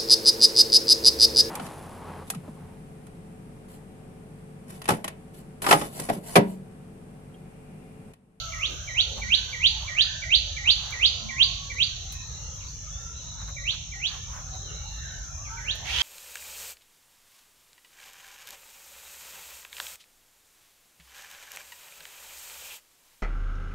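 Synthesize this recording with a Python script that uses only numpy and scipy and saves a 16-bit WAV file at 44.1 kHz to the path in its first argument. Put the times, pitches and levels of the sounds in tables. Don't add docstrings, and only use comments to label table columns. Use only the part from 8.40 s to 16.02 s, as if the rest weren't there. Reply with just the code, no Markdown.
import sys
import numpy as np
from scipy import signal
from scipy.fft import rfft, irfft, next_fast_len
from scipy.io import wavfile
from scipy.ndimage import uniform_filter1d, minimum_filter1d, map_coordinates

SR = 44100
rng = np.random.default_rng(int(sys.argv[2]) if len(sys.argv) > 2 else 0)


def waveform_to_disk(signal):
    frames = np.transpose(np.atleast_2d(signal))
    scaled = np.clip(frames, -1, 1) * 32767
    samples = np.round(scaled).astype(np.int16)
    wavfile.write(sys.argv[1], SR, samples)


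N = 336042


def whistles(dip_hz=1906.4, full_voice_hz=3146, dip_db=-22, sag_db_per_s=54, release_db_per_s=1301,
             attack_s=0.0053, release_s=0.0036, direct_db=-3.5, wet_db=-7.5, hiss_db=-45):
    # start t/s, time to the top t/s, top f/Hz, level/dB, extra level at the top/dB
    notes = [(-.22, .194, 4780, -20, -1.5), (.118, 0.15, 4630, -13.5, -15), (.473, 0.14, 4533, -12.5, -1),
             (.814, 0.14, 4564, -11, -1), (1.125, 0.15, 4636, -9.5, -1.5), (1.473, 0.15, 4780, -11, -1.5),
             (1.818, 0.14, 4740, -10, 0.5), (2.163, 0.15, 4710, -10.5, 1), (2.52, .146, 4830, -10.5, 0),
             (2.887, 0.15, 4685, -11, 1.5), (3.296, 0.14, 4655, -13, -1.5), (5.162, 0.15, 4445, -16, -6.5),
             (5.517, 0.16, 4640, -17.5, -6.5), (7.168, 0.15, 4470, -20, -2.5)]
    out, t = np.zeros((2, N)), np.arange(SR // 4) / SR
    flick = np.exp(-((t - 0.0084) / 0.01099) ** 2)
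    for s, length, top_hz, db, top_db in notes:
        climb = np.clip((t / length - .45) / .55, 0, 1)
        rise = .85 * climb ** 1.22 + .15 * climb ** 7.8
        octaves = 0.29 * flick + np.log2(top_hz / dip_hz) * rise
        hz = dip_hz * 2 ** octaves
        height = np.clip(2 * hz / top_hz - 1, 0, 1)
        softness = np.clip(1 - octaves / np.log2(full_voice_hz / dip_hz), 0, 1) ** 1.39
        soft_db = (dip_db - sag_db_per_s * t) * softness
        release_db = release_db_per_s * np.maximum(t - length + release_s, 0)
        swell = amp(db + soft_db - 6 * flick + top_db * height - release_db)
        swell *= np.minimum(t / attack_s, 1)
        tone = swell * sine(hz)
        hiss = amp(hiss_db) * swell * height * rng.standard_normal(len(t))
        add(out, s, sides(lean_db=-7) * amp(direct_db) * trunks(tone))
        add(out, s, sides(lean_db=-6) * foliage(amp(wet_db) * tone + hiss))
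    return out


def screech(pitch_hz=430, rise_per_s=1.1, noise_share=0.89, beak_db=7, beak_width_hz=450):
    # t/s, level/dB, beak resonance f/Hz
    course = [(7.44, -55, 2000), (7.455, -38.5, 1890), (7.5, -31.5, 2130), (7.53, -31.5, 3000),
              (7.6, -26.5, 3260), (7.62, -22.5, 3280)]
    # f/Hz, level/dB
    throat = [(150, -55), (320, -13), (418, -31), (479, -10), (599, -30), (935, -7), (1070, -15),
              (3160, -1), (4370, -8), (6480, -16), (8970, -28.5), (11400, -27.5), (15000, -41)]
    t = clock()
    s, db, beak_hz = np.transpose(course)
    cycles = np.cumsum(pitch_hz * (1 + rise_per_s * np.maximum(t - s[0], 0) + 0.015 * wobble(300))) / SR
    pulses = np.diff(np.floor(cycles), prepend=0)
    rasp = rng.standard_normal((2, N)) * (1 + 0.34 * np.cos(2 * np.pi * cycles))
    source = np.sqrt(1 - noise_share) * unit(pulses - pulses.mean()) + np.sqrt(noise_share) * unit(rasp)
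    hz, frames, spectra = signal.stft(source, SR, nperseg=512)
    beak = beak_db * np.exp(-((hz[:, None] - np.interp(frames, s, beak_hz)) / beak_width_hz) ** 2)
    voice = signal.istft(spectra * amp(along(throat, hz)[:, None] + beak), SR, nperseg=512)[1][:, :N]
    return sides(lean_db=-5.5) * amp(np.interp(t, s, db, left=-120)) * unit(voice)


def chirper(pitch_hz=3990, arch_hz=270, rasp_hz=110, length_s=0.064, direct_db=-7.5, wet_db=1.5):
    # first chirp t/s, last chirp t/s, level/dB
    runs = [(0.519, 1.077, -51), (1.939, 2.501, -48.5), (3.385, 3.942, -50.5), (4.792, 5.33, -50),
            (6.163, 6.696, -49.5)]
    out, rasp = np.zeros((1, N)), wobble(500)
    u = np.linspace(-1, 1, round(length_s * SR))
    for first, last, db in runs:
        for s in np.linspace(first, last, 6):
            jitter = rasp[rng.integers(N // 2):][:len(u)]
            note = unit(sine(pitch_hz - arch_hz * u ** 2 + rasp_hz * jitter) * (1 - u ** 2) ** .5)
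            add(out, s - length_s * 0.78, amp(db) * note[None])
    return sides(lean_db=-7.5) * (amp(direct_db) * out + amp(wet_db) * foliage(out)[:, :N])


def far_birds(caw_hz=1660, chorus_hz=960, chorus_s=0.29, chorus_db=-67, count=12):
    # start t/s, length t/s, first f/Hz, glide/octaves, level/dB
    clear_notes = [(-.05, 0.38, 1375, -.18, -49.5), (-.05, 0.24, 677, -0.087, -55),
                   (1.38, 0.21, 1193, 0.044, -55), (2.681, .72, 1029, 0.14, -55.5),
                   (4.542, 0.24, 1360, .02, -60), (5.867, 0.072, 905, .35, -54),
                   (6.101, 0.085, 738, 0.117, -53), (6.299, .38, 2895, -0.074, -57.5),
                   (6.957, .22, 1062, 0.45, -51), (7.092, 0.1, 885, 0.1, -48)]
    # start t/s, length t/s, glide/octaves, level/dB
    caws = [(0.889, 0.23, -0.23, -53), (1.463, .368, -0.091, -48), (6.49, 0.35, -0.145, -50.5),
            (7.076, 0.36, 0.3, -50.5)]
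    # start t/s, length t/s, first f/Hz, level/dB
    coos = [(.693, .22, 220, -50), (2.795, 0.079, 232.3, -44), (2.956, 0.077, 319, -57.5)]
    # start t/s, length t/s, first f/Hz, glide/octaves, level/dB
    chips = [(4.19, 0.038, 3200, -0.64, -52), (4.228, 0.063, 4430, 0.06, -53.5),
             (4.494, .113, 3295, .2, -55.5), (6.211, .106, 3370, -.33, -53.5),
             (7.035, 0.042, 2770, -0.48, -49.5)]
    out = np.zeros((1, N))
    for s, length, hz, glide, db in clear_notes:
        add(out, s, amp(db) * far_call(length, hz, glide, rough=0.0196))
    for s, length, glide, db in caws:
        add(out, s, amp(db) * far_call(length, caw_hz * 2 ** (-glide / 2), glide, rough=0.063))
    for s, length, hz, db in coos:
        add(out, s, amp(db) * far_call(length, hz, glide=-.1, rough=0.077))
    for s, length, hz, glide, db in chips:
        add(out, s, amp(db) * far_call(length, hz, glide, rough=0.0066))
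    for k, (late, pitch, glide, size) in enumerate(rng.uniform(-1.2, 1, (count, 4))):
        hz = chorus_hz * 2 ** (0.75 * pitch)
        call = far_call(chorus_s * 2 ** (size / 2), hz, 0.065 * glide, rough=0.027)
        add(out, (k + late / 2) / count * N / SR, amp(chorus_db) * call)
    return sides(lean_db=-5) * foliage(out)[:, :N]


def far_call(length, first_hz, glide, rough, flutter_db=2, flutter_per_s=22, shake_per_s=260):
    u = np.linspace(0, 1, max(round(length * SR), 64))
    knots = rng.standard_normal((2, SR // 32))
    shake = map_coordinates(knots[0], [u * length * shake_per_s])
    flutter = map_coordinates(knots[1], [u * length * flutter_per_s])
    hz = first_hz * 2 ** (glide * u) * (1 + rough * shake)
    arch = np.sqrt(np.abs(np.sin(np.pi * u)))
    return unit(sine(hz) * arch * amp(flutter_db * flutter))[None]


def puffs(sharpness=1.18, hiss_db=-35):
    # middle t/s, length t/s, centre f/Hz, level/dB
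    bursts = [(0.322, 0.068, 348, -46.5), (0.787, 0.028, 750, -43), (2.288, 0.053, 1030, -47),
              (2.512, 0.23, 1110, -47.5), (5.017, .037, 1150, -49), (5.093, .028, 1220, -47.5),
              (5.341, 0.024, 1240, -46.5), (5.741, 0.073, 1060, -46.5), (5.965, 0.07, 1120, -44.5),
              (6.155, 0.029, 776, -48.5)]
    out, t = np.zeros((2, N)), np.arange(SR // 2) / SR
    f = np.fft.rfftfreq(len(t), 1 / SR) + 1
    for s, length, hz, db in bursts:
        colour = 1 / (1 + (sharpness * (f / hz - hz / f)) ** 2) ** 0.92 + amp(hiss_db)
        noise = rng.standard_normal(len(t)) + 1.56 * rng.standard_normal((2, len(t)))
        swell = np.exp(-2 * ((t - t.mean()) / length) ** 2)
        burst = unit(irfft(rfft(noise) * colour, len(t))) * swell
        add(out, s - t.mean(), amp(db) * burst)
    return sides(lean_db=-3) * out


def twigs(t60=0.063, attack_s=0.00072, wet_db=-7):
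    # t/s, level/dB
    ticks = [(2.5046, -53), (3.7222, -40), (7.3522, -45.5)]
    out, t = np.zeros((2, N)), np.arange(SR // 8) / SR
    for s, db in ticks:
        envelope = amp(db + 3.5 - 60 * t / t60) * (1 - np.exp(-t / attack_s))
        snap = envelope * rng.standard_normal((2, len(t)))
        add(out, s - attack_s, snap)
        add(out, s, amp(wet_db) * foliage(snap))
    return out


def insects(level_db=-42):
    # f/Hz, relative density level/dB
    spectrum = [(4700, -32), (5200, -13), (5600, -4.5), (6000, -1), (6300, 2), (6700, -5), (7200, -13.5),
                (7800, -30.5), (8600, -73.5)]
    return amp(level_db + 0.41 * wobble(5.6)) * rush(spectrum)


def open_air(gain_db=5.5):
    # t/s, level/dB
    breeze = [(0.0, -49.5), (0.51, -53.5), (1.04, -52), (2.23, -59), (2.5, -55.5), (5.5, -59),
              (6.03, -55.5), (7.03, -57), (7.62, -51)]
    # f/Hz, relative density level/dB
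    spectrum = [(150, -22), (330, -8.5), (560, 4.5), (900, -1), (1400, 0), (2000, -6), (3000, -3.5),
                (4300, -1.5), (5200, -22), (8500, -29.5), (11800, -19.5), (15500, -32.5)]
    breeze_db = np.interp(clock(), *np.transpose(breeze))
    return amp(gain_db + breeze_db + 0.16 * wobble(7.4)) * patchy(rush(spectrum), depth_db=6)


def rumble(level_db=-40):
    # f/Hz, relative density level/dB
    spectrum = [(13, -22.5), (22, -19), (48, 7), (74, 4), (156, -7), (194, -18.5), (235, -21.5), (330, -30),
                (430, -67.5), (730, -120)]
    return amp(level_db + 0.61 * wobble(5.8)) * rush(spectrum)


def trunks(x, lead_s=0.000092):
    # delay t/s, level/dB
    left = [(.00096, -6), (.00205, -7), (.0031, -15), (.00447, -10), (.00487, -11), (.00637, -14),
            (.0082, -17), (.00966, -13), (.01054, -16)]
    # delay t/s, level/dB
    right = [(.00102, -6), (.00254, -9), (.00356, -10), (.00384, -8), (.00438, -9), (.00472, -7),
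             (.00537, -10), (.00593, -9), (.01331, -15)]
    f = np.fft.rfftfreq(x.size, 1 / SR)
    delayed = lambda s: np.exp(-2j * np.pi * f * s)
    paths = np.array([1 + sum(amp(db) * delayed(s) for s, db in side) for side in (left, right)])
    paths /= np.sqrt(np.mean(np.abs(paths) ** 2, axis=1, keepdims=True))
    return irfft(rfft(x) * paths * [delayed(-lead_s / 2), delayed(lead_s / 2)], x.size)


def foliage(x, early_db=9, early_t60=0.13, build_s=.004):
    # f/Hz, time to decay by 60 dB t/s
    garden = [(300, 0.89), (2000, 0.65), (3500, 0.8), (5000, 0.9), (12000, 0.08)]
    hz, t, spectra = signal.stft(rng.standard_normal((2, SR)), SR, nperseg=256)
    fade = amp(-60 * t / along(garden, hz)[:, None]) + amp(early_db - 60 * t / early_t60)
    build = 1 - np.exp(-t / build_s)
    tail = signal.istft(spectra * fade * build, SR, nperseg=256)[1]
    return signal.fftconvolve(np.atleast_2d(x), tail / np.linalg.norm(tail[0]), axes=1)


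def rush(spectrum):
    # f/Hz, correlation
    alike = [(60, 0.87), (130, 0.95), (290, 0.59), (640, 0.71), (1410, 0.088), (3100, 0.2), (6800, 0)]
    # f/Hz, left minus right level/dB
    lean = [(60, 0.3), (200, -1.6), (700, -4.5), (1300, -3), (2400, -5), (4400, -7.5), (6300, 1.5),
            (8100, 13.5), (15000, -7)]

    def mid_side(hz):
        turn = np.arccos(np.clip(along(alike, hz), -1, 1)) / 2
        return amp(along(spectrum, hz)) * [np.cos(turn), np.sin(turn)]

    mid, side = filtered(rng.standard_normal((2, N)), mid_side)
    return unit(filtered(np.array([mid + side, mid - side]), lambda hz: sides(along(lean, hz))))


def patchy(x, depth_db):
    spectra = signal.stft(x, nperseg=1024)[2]
    field = uniform_filter1d(rng.standard_normal(spectra.shape[1:]), size=4, axis=0)
    field = uniform_filter1d(field, size=14, axis=1)
    return unit(signal.istft(spectra * amp(depth_db * unit(field)), nperseg=1024)[1][:, :N])


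def amp(db):
    return 10 ** (np.asarray(db) / 20)


def unit(x):
    return x / np.sqrt(np.mean(x ** 2) + 1e-20)


def along(points, hz):
    f, v = np.transpose(points)
    return np.interp(np.log(hz + 1), np.log(f + 1), v)


def clock():
    return np.arange(N) / SR


def sine(hz):
    return np.sin(2 * np.pi * np.cumsum(hz) / SR)


def wobble(rate):
    knots = rng.standard_normal(int(N * rate / SR) + 4)
    fine = signal.resample_poly(knots, 8, 1)
    return np.interp(clock() * rate, np.linspace(0, len(knots), len(fine)), fine)


def filtered(x, response):
    m = next_fast_len(N + SR // 4)
    return irfft(rfft(x, m) * response(np.fft.rfftfreq(m, 1 / SR)), m)[..., :N]


def sides(lean_db):
    return amp(np.array([[.5], [-.5]]) * lean_db)


def add(out, s, x):
    i = round(s * SR)
    x, i = x[:, max(-i, 0):], max(i, 0)
    out[:, i:i + x.shape[1]] += x[:, :N - i]


def scene():
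    events = whistles() + screech() + far_birds() + puffs() + twigs() + chirper()
    return events + insects() + open_air() + rumble()


def record(dry, ceiling=.9, top_hz=15800):
    needed = np.minimum(1, ceiling / (np.abs(dry).max(axis=0) + 1e-9))
    gain = uniform_filter1d(minimum_filter1d(needed, size=400), size=400)
    return filtered(dry * gain, lambda hz: hz < top_hz)


dry = scene()
out = record(dry)
waveform_to_disk(out)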